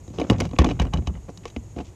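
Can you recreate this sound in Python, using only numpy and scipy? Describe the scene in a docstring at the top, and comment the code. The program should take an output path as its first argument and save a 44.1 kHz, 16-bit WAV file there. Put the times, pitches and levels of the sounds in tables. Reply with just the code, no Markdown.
"""A small fish thrashes in the footwell of a plastic kayak: each slap excites decaying modes of the
hollow hull and cracks wetly, as a short ragged burst of noise with a tone in it.
Between slaps the body slides: random bumps rattle the hull modes and drops make a spattering hiss.
The floating hull rumbles as noise through low resonances, under still air (shaped noise) and a
throbbing band of insect hiss from the bank."""
import sys
import numpy as np
from scipy import signal
from scipy.fft import rfft, irfft
from scipy.io import wavfile
from scipy.ndimage import uniform_filter1d

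SR = 44100
rng = np.random.default_rng(int(sys.argv[2]) if len(sys.argv) > 2 else 0)


def transcribe(signal):
    """Save signal, clipped to [-1, 1], as a 16-bit WAV file at the path in sys.argv[1]."""
    frames = np.atleast_2d(signal).T
    limited = np.clip(frames, -1, 1)
    pcm = np.round(limited * 32767).astype(np.int16)
    wavfile.write(sys.argv[1], SR, pcm)


N = 85995

# Hull modes, from low to high groups: (frequency [Hz], relative level [dB], 60 dB decay time [s])
DRUM_MODES = [(117.3, -4.5, 0.13), (166, -4, 0.11), (198.9, -6, 0.12)]
KNOCK_MODES = [(242.3, -5.5, 0.11), (295.5, -2, 0.073), (354.6, 1.5, 0.03), (482.2, -1, 0.066)]
PANEL_MODES = [(537.6, -1, 0.023), (715, -3, 0.041), (856.6, -17.5, 0.096), (984, -14.5, 0.056),
               (1111, -5.5, 0.039)]


def amp(db):
    """Level definition: 20 dB is a factor of ten in amplitude."""
    return 10 ** (np.asarray(db) / 20)


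def unit_rms(x):
    """Normalization: scales a signal to unit root-mean-square amplitude."""
    return x / np.sqrt(np.mean(x ** 2) + 1e-20)


def colour(x, points):
    """Linear filtering: weights the spectrum by (Hz, dB) points, with steep skirts past the ends."""
    skirt_db = 50  # per unit of natural-log frequency
    hz, db = np.transpose(points)
    log_hz = np.log(np.fft.rfftfreq(len(x), 1 / SR) + 1)
    below = np.maximum(np.log(hz[0]) - log_hz, 0)
    above = np.maximum(log_hz - np.log(hz[-1]), 0)
    gain_db = np.interp(log_hz, np.log(hz), db) - skirt_db * (below + above)
    return irfft(rfft(x) * amp(gain_db), len(x))


def resonate(x, hz, width_hz):
    """Damped resonance: shifts its frequency to zero, low-passes with one pole and shifts back."""
    turn = np.exp(2j * np.pi * hz * np.arange(len(x)) / SR)
    pole = np.exp(-np.pi * width_hz / SR)
    return 2 * (turn * signal.lfilter([1 - pole], [1, -pole], x / turn)).real


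def add(mix, start_s, sound):
    """Superposition: sums a sound into the mix from its start time."""
    part = mix[max(round(start_s * SR), 0):][:len(sound)]
    part += sound[:len(part)]


def still_air():
    """Broadband noise: white noise takes the spectrum of still air."""
    # Air spectrum: (frequency [Hz], relative density [dB])
    air_spectrum = [(12, -103), (20, -12.5), (102, 4.5), (154, -17.5), (325, -10.5), (596, -20.5),
                    (979, -24.5), (1520, -34.5), (2120, -33), (4980, -39.5), (6940, -31.5), (10200, -45.5),
                    (12100, -45.5), (14600, -56)]
    return amp(-44.5) * unit_rms(colour(rng.standard_normal(N), air_spectrum))


def hull_rumble():
    """Random excitation of resonances: noise drives low hull modes under a changing level."""
    # Rumble level: (time [s], level [dB])
    rumble_level = [(0, -44.5), (.2, -48), (.4, -25.5), (.55, -44), (.75, -32), (.9, -35.5), (1.05, -35),
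                    (1.25, -48), (1.45, -46), (1.7, -46.5), (1.95, -50)]
    # Rumble resonances: (frequency [Hz], width of each of two passes [Hz], relative level [dB])
    rumble_modes = [(66.1, 2.4, -17), (101.6, 78, -4.5)]
    push = rng.standard_normal(N)
    rumble = np.zeros(N)
    for hz, width_hz, db in rumble_modes:
        rumble += amp(db) * unit_rms(resonate(resonate(push, hz, width_hz), hz, width_hz))
    level_db = np.interp(np.arange(N) / SR, *np.transpose(rumble_level))
    return amp(level_db) * unit_rms(rumble)


def insects():
    """Amplitude modulation: a narrow band of noise throbs with a slow random level."""
    hz, width_hz = 6700, 700  # width of each of two passes
    level_db, throb_db = -66, 4  # throb: RMS swing of the level
    hiss, throb = rng.standard_normal((2, N))
    band = resonate(resonate(hiss, hz, width_hz), hz, width_hz)
    throb = unit_rms(uniform_filter1d(uniform_filter1d(throb, 900), 900))
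    return amp(level_db + throb_db * throb) * unit_rms(band)


def ring(modes, t, detuning, rise_s, centre_hz=None):
    """Modal superposition: sums decaying sines, weaker the farther from the struck spot's centre."""
    spot_db = 15.5  # loss per octave from the centre
    total = np.zeros(len(t))
    for k, ((hz, db, t60_s), shift) in enumerate(zip(modes, detuning)):
        loss_db = 0 if centre_hz is None else spot_db * abs(np.log2(hz / centre_hz))
        decay = amp(db - loss_db - 60 * t / t60_s)
        total += (-1) ** k * decay * np.sin(2 * np.pi * hz * (1 + shift) * t)
    return (1 - np.exp(-t / rise_s)) * total


def hull_boom(t):
    """Falling modal pitch: the lowest modes swell, starting sharp and sagging to pitch."""
    # Boom modes: (frequency [Hz], relative level [dB], 60 dB decay time [s])
    boom_modes = [(64.2, 1.5, 0.14), (46.4, -18.5, 0.57)]
    rise_s, sag, sag_s = 0.0057, 0.22, 0.026  # sag: initial fraction sharp, and its time constant
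    sagging_t = t + sag * sag_s * (1 - np.exp(-t / sag_s))
    return (1 - np.exp(-t / rise_s)) * ring(boom_modes, sagging_t, np.zeros(2), rise_s)


def wet_crack(u, noise, ragged_noise, soft_s, crack_hz, crack_db, treble_db):
    """Impact noise: a softer contact lengthens the rise and decay of a ragged burst."""
    # Crack body spectrum: (frequency [Hz], relative level [dB])
    body_spectrum = [(800, 11.5), (1500, 0.5), (3000, 3.5), (4500, -18.5)]
    # Crack treble spectrum: (frequency [Hz], relative level [dB])
    treble_spectrum = [(4500, 7.5), (6300, 8.5), (8000, -2.5), (10000, -12.5), (11300, -7.5), (12500, -25),
                       (14000, -37)]
    body_db, tone_db = -9, -3  # tone at the crack's centre
    tail_db, tail_t60_s = -45.5, 0.09
    ragged = amp(0.58 * unit_rms(uniform_filter1d(uniform_filter1d(ragged_noise, 36), 36)))
    decay = amp(-60 * u / (0.018 + 6 * soft_s)) + amp(tail_db - 60 * u / tail_t60_s)
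    burst = decay * (1 - np.exp(-(u / soft_s) ** 2)) * ragged
    tone = amp(tone_db) * np.sin(2 * np.pi * crack_hz * u)
    smack = unit_rms(colour(noise, body_spectrum)) + tone
    treble = unit_rms(colour(noise, treble_spectrum))
    return burst * (amp(crack_db + body_db) * smack + amp(treble_db) * treble)


def slaps():
    """Impulsive excitation: each slap cracks and rings the hull's mode groups, the boom arriving last."""
    # Slaps: (time [s], relative levels of crack, boom, drum, knock, panel and crack treble [dB],
    #         knock centre [Hz], crack centre [Hz], softness [ms], panel centre [Hz],
    #         plastic ring re crack [dB])
    slap_table = [(0.0777,-41.5,-29,-37.5,-34.5,-39,-52,302,3770,1.1,690,-3.5),(.1012,-43,-56,-35.5,-28.5,-44,-58,225,3940,1.2,615,-8),
                  (0.1858,-24,-22.5,-32,-15.5,-29,-46,405,3230,0.41,603,-9),(0.197,-16,-38,-37,-14,-15.5,-32.5,282,3000,2.7,960,-12),
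                  (0.2149,-21,-49,-52,-13,-13.5,-45,296,2070,0.13,544,0.5),(0.2993,-4,-12,-8,-1.5,-11.5,-25.5,226,2880,0.33,920,-13.5),
                  (0.3087,-23,-19,-9.5,-12.5,-15,-34,269,2230,0.29,970,-20),(0.3175,-32,-14.5,-20,-11.5,-38,-44,357,2300,0.54,600,-14),
                  (0.3301,-24,-45,-47,-22,-23.5,-45,256,2380,1.5,610,-3),(.3445,-38,-35,-23,-22,-26,-60,262,2070,0.82,850,-12),
                  (0.4018,-13.5,-22,-34,-19,-20,-22,243,4786,1.2,815,-23),(0.4068,-14,-39,-34,-15,-21,-35,425,2180,0.51,1030,-27),
                  (0.418,-18.5,-43,-47,-18,-17,-62,273,2130,0.51,564,-10),(0.4528,-23.5,-24.5,-20,-37,-36,-38.5,502,2350,0.3,794,-7),
                  (0.4905,-47,-24,-33,-52,-40,-50,222,2320,0.97,840,9),(0.511,-35,-30,-49,-27,-36,-50,234,3280,1.4,1080,-3),
                  (0.5325,-34,-46,-42,-18,-27.5,-54,260,2530,0.98,810,-12),(0.5634,-29,-45,-35,-33,-34,-64,380,2660,0.57,1140,-16),
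                  (0.587,-4,0.5,-9.5,-10.5,-6.5,-21,290,3400,0.84,1100,-11.5),(0.6117,-33,-23,-22,-7,-34,-56,273,2280,1,720,-7),
                  (0.6169,-22,-45,-35,-14.5,-19,-48,298,2390,0.59,790,-12),(0.6441,-12,-40,-15.5,-9.5,-14.5,-27,240,3460,0.62,1140,-21),(0.6598,-21,-45,-40,-24,-21,-50,300,2500,0.99,800,-7),(0.6659,-24,-18,-30,-10.5,-19,-45,295,2400,1.1,624,-2),
                  (0.6885,-19,-23,-19,-24,-20.5,-43,229,2250,0.77,775,-7),(0.698,-21,-45,-40,-28,-28,-44,300,3960,0.51,700,-14),(0.7078,-21,-43,-46,-19.5,-37,-58,306,2700,0.37,694,-14),
                  (0.7115,-19.5,-40,-31,-19.5,-18,-40,256,2510,1.4,600,-5.5),
                  (0.7966,-12.5,-6,-13.5,-19.5,-12.5,-29.5,221,3065,1.9,907,-2),(0.8161,-29,-11.5,-23,-19,-22.5,-33,330,2040,2.9,890,-8),
                  (0.851,-27,-56,-27,-19,-27.5,-47,241,2410,0.56,960,-19),(0.8683,-36,-53,-49,-52,-40,-60,221,2930,0.82,725,-3.5),
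                  (0.9356,-14.5,-11.5,-14.5,-18,-14.5,-30.5,220,3055,1.3,890,-2.5),(0.9723,-28.5,-11.5,-24,-26,-36,-46,220,3010,0.97,716,-1.5),
                  (0.9866,-55,-41,-22.5,-22.5,-34,-60,245,2010,0.59,1050,-6),(1.0208,-42,-32,-35,-33.5,-35,-66,274,2230,1.5,610,-4),
                  (1.0713,-18,-11,-22,-21.5,-20,-36,220,3100,1.5,850,-4),(1.1005,-46,-46,-22.5,-32.5,-46,-70,314,1700,1.3,970,-16),
                  (1.139,-43,-42,-25.5,-43,-42,-72,226,2940,.9,700,-5),(1.1519,-32.5,-26,-32.5,-46,-60,-67,339,2050,0.69,670,-13),
                  (1.172,-44.5,-22.5,-47,-37.5,-44,-70,225,2940,1.2,676,-7),(1.287,-55,-58,-48,-42,-67,-63,308,2130,0.79,1080,-23),
                  (1.2927,-67,-56,-66,-30,-33,-51,433,2210,0.8,660,-16),(1.2998,-62,-57,-65,-33,-45,-46.5,386,2020,1.8,620,-11),
                  (1.3742,-38,-36.5,-33.5,-61,-73,-40.5,231,4200,0.32,600,0.5),(1.454,-20.5,-55,-57,-25,-25,-39,468,2200,0.53,1030,-10),
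                  (1.479,-33,-53,-62,-68,-60,-42,376,2640,1.8,740,-14),(1.5,-36,-64,-57,-60,-66,-48,474,3920,1.3,600,-5),
                  (1.563,-21,-21.5,-39,-17,-26.5,-44,230,2095,0.56,524,-7),(1.7627,-34,-24.5,-31.5,-21.5,-38,-58,285,2780,0.89,646,-25),
                  (1.7697,-49,-50,-49,-34,-26.5,-62,314,3010,2.1,624,-17),(1.777,-32,-28.5,-44,-19,-29,-52,281,2440,4.9,790,-19),
                  (1.783,-26.5,-37,-45,-31,-35,-54,300,2460,2.8,695,-25),(1.7872,-28,-54,-39,-29,-27.5,-50,340,2500,0.8,790,-19),
                  (1.8015,-31,-54,-47,-21.5,-24.5,-50,272,2750,2.4,740,-3.5),(1.807,-27.5,-62,-34,-31,-29,-60,440,2680,1.6,650,-18)]
    # Plastic ring modes: (frequency [Hz], relative level [dB], 60 dB decay time [s])
    tick_modes = [(1750, -18, 0.018), (2343, -7, 0.019), (2940, -6.5, 0.041), (3886, 0.5, 0.017),
                  (6360, 4.5, 0.021)]
    boom_lag_s = 0.0043
    detune, stiffness = 0.054, 0.12  # RMS fraction of knock pitch; share of it in drum, panel and tick
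    out, t = np.zeros(N), np.arange(SR // 4) / SR
    boom = hull_boom(t)
    knock_shifts = detune * rng.standard_normal((len(slap_table), 5))
    noises = rng.standard_normal((len(slap_table), 2, 4096))
    for row, knock_shift, (noise, ragged_noise) in zip(slap_table, knock_shifts, noises):
        (start_s, crack_db, boom_db, drum_db, knock_db, panel_db, treble_db,
         knock_hz, crack_hz, soft_ms, panel_hz, tick_db) = row
        soft_s = max(soft_ms, 0.1) / 1000
        shift = knock_shift * stiffness
        drum = amp(drum_db) * ring(DRUM_MODES, t, shift, 0.0027)
        knock = amp(knock_db) * ring(KNOCK_MODES, t, knock_shift, 0.00062 + soft_s, knock_hz)
        panel = amp(panel_db) * ring(PANEL_MODES, t, shift, soft_s, panel_hz)
        tick = amp(crack_db + tick_db) * ring(tick_modes, t, shift, soft_s, crack_hz)
        add(out, start_s + boom_lag_s, amp(boom_db) * boom)
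        add(out, start_s, panel + tick - drum - knock)
        add(out, start_s, wet_crack(t[:4096], noise, ragged_noise, soft_s, crack_hz, crack_db, treble_db))
    return out


def random_hits(per_s, spread_db):
    """Poisson-like arrivals: sparse random hits with capped exponential levels."""
    heights = amp(spread_db * np.minimum(rng.exponential(1, N), 3))
    return heights * (rng.random(N) < per_s / SR)


def hull_rattle():
    """Damped modal response: soft bumps drive hull modes that ring about twice as long as after a slap."""
    flesh_hz, tilt_db = 1300, -7.5  # tilt per octave about 400 Hz
    width_t60 = 1.05  # mode width [Hz] times its decay time after a slap [s]
    flesh = signal.butter(3, flesh_hz, fs=SR, output="sos")  # a soft body's bumps carry little treble
    bumps = random_hits(660, 1) * rng.standard_normal(N)
    drive = signal.sosfilt(flesh, bumps)
    rattle = np.zeros(N)
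    for hz, db, t60_s in DRUM_MODES + KNOCK_MODES + PANEL_MODES:
        mode = unit_rms(resonate(drive, hz, width_t60 / t60_s))
        rattle += amp(db + tilt_db * np.log2(hz / 400)) * mode
    return unit_rms(rattle)


def wet_spatter():
    """Shot noise: flung drops make decaying puffs of noise over the steady noise of a thin wet film."""
    drop_t60_s, film_db = 0.0086, 0.5
    puff = amp(-60 * np.arange(2048) / SR / drop_t60_s)
    envelope = signal.oaconvolve(random_hits(500, 2), puff)[:N]
    return (envelope + amp(film_db)) * rng.standard_normal(N)


def slides():
    """Friction noise: each drag of the body gates hull rattle and wet hiss together."""
    # Slides: (start [s], length [s], rattle level [dB], wet hiss level [dB],
    #          hiss brightness [dB per octave])
    slide_table = [(0.131, 0.042, -43, -55, 14), (0.177, 0.07, -31, -51, 6), (0.26, 0.065, -41, -56, 10),
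                   (0.296, 0.063, -31.5, -49.5, 1.5), (0.375, 0.09, -33.5, -49.5, 9),
                   (0.525, 0.011, -33, -49.5, -11), (0.547, 0.009, -68, -55, 6),
                   (0.585, 0.035, -20.5, -35, 1), (0.635, 0.0077, -18.5, -28, -9.5),
                   (0.642, 0.0805, -27.5, -49.5, 9), (0.73, 0.042, -43, -61, 4),
                   (0.789, 0.035, -28, -37.5, 0.5), (0.835, 0.04, -34.5, -51.5, -5.5),
                   (0.923, 0.029, -51, -42, -7), (0.94, 0.05, -33.5, -56, 9), (1.059, 0.02, -55, -53.5, 4),
                   (1.071, 0.027, -38, -65, -4), (1.137, 0.04, -48.5, -62, -5),
                   (1.279, 0.014, -37, -56.5, 3), (1.428, 0.011, -59, -52, 3),
                   (1.459, 0.024, -49.5, -53, 9), (1.758, 0.058, -36, -56.5, 10),
                   (1.844, 0.046, -57, -56.5, 13.5)]
    # Wet hiss spectrum before brightness: (frequency [Hz], relative density [dB])
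    wet_spectrum = [(760, 12.5), (1300, 5), (1650, 8.5), (2340, 11.5), (4600, -6), (6380, -7), (7790, -18),
                    (9880, -93), (11200, -67), (14000, -85)]
    edge_s = 0.008  # rise time; the fall after the slide takes twice as long
    t, out = np.arange(N) / SR, np.zeros(N)
    rattle, spatter = hull_rattle(), wet_spatter()
    for start_s, length_s, rattle_db, wet_db, bright_db in slide_table:
        fall = (start_s + length_s - t) / 2 + edge_s
        stroke = np.clip(np.minimum(t - start_s, fall) / edge_s, 0, 1)
        spectrum = [(hz, db + bright_db * np.log2(hz / 3000)) for hz, db in wet_spectrum]
        hiss = unit_rms(colour(spatter, spectrum))
        out += stroke * (amp(rattle_db) * rattle + amp(wet_db) * hiss)
    return out


def scene():
    """Linear superposition: the pressures of all sources add in one channel."""
    background = still_air() + hull_rumble() + insects()
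    return (background + slaps() + slides())[None]


def record(dry):
    """Band limitation: a linear-phase low-pass removes the highest treble."""
    low_pass = signal.firwin(511, 14600, window=("kaiser", 9), fs=SR)  # cutoff in Hz
    return signal.oaconvolve(dry, low_pass[None], "same")


dry = scene()
out = record(dry)
transcribe(out)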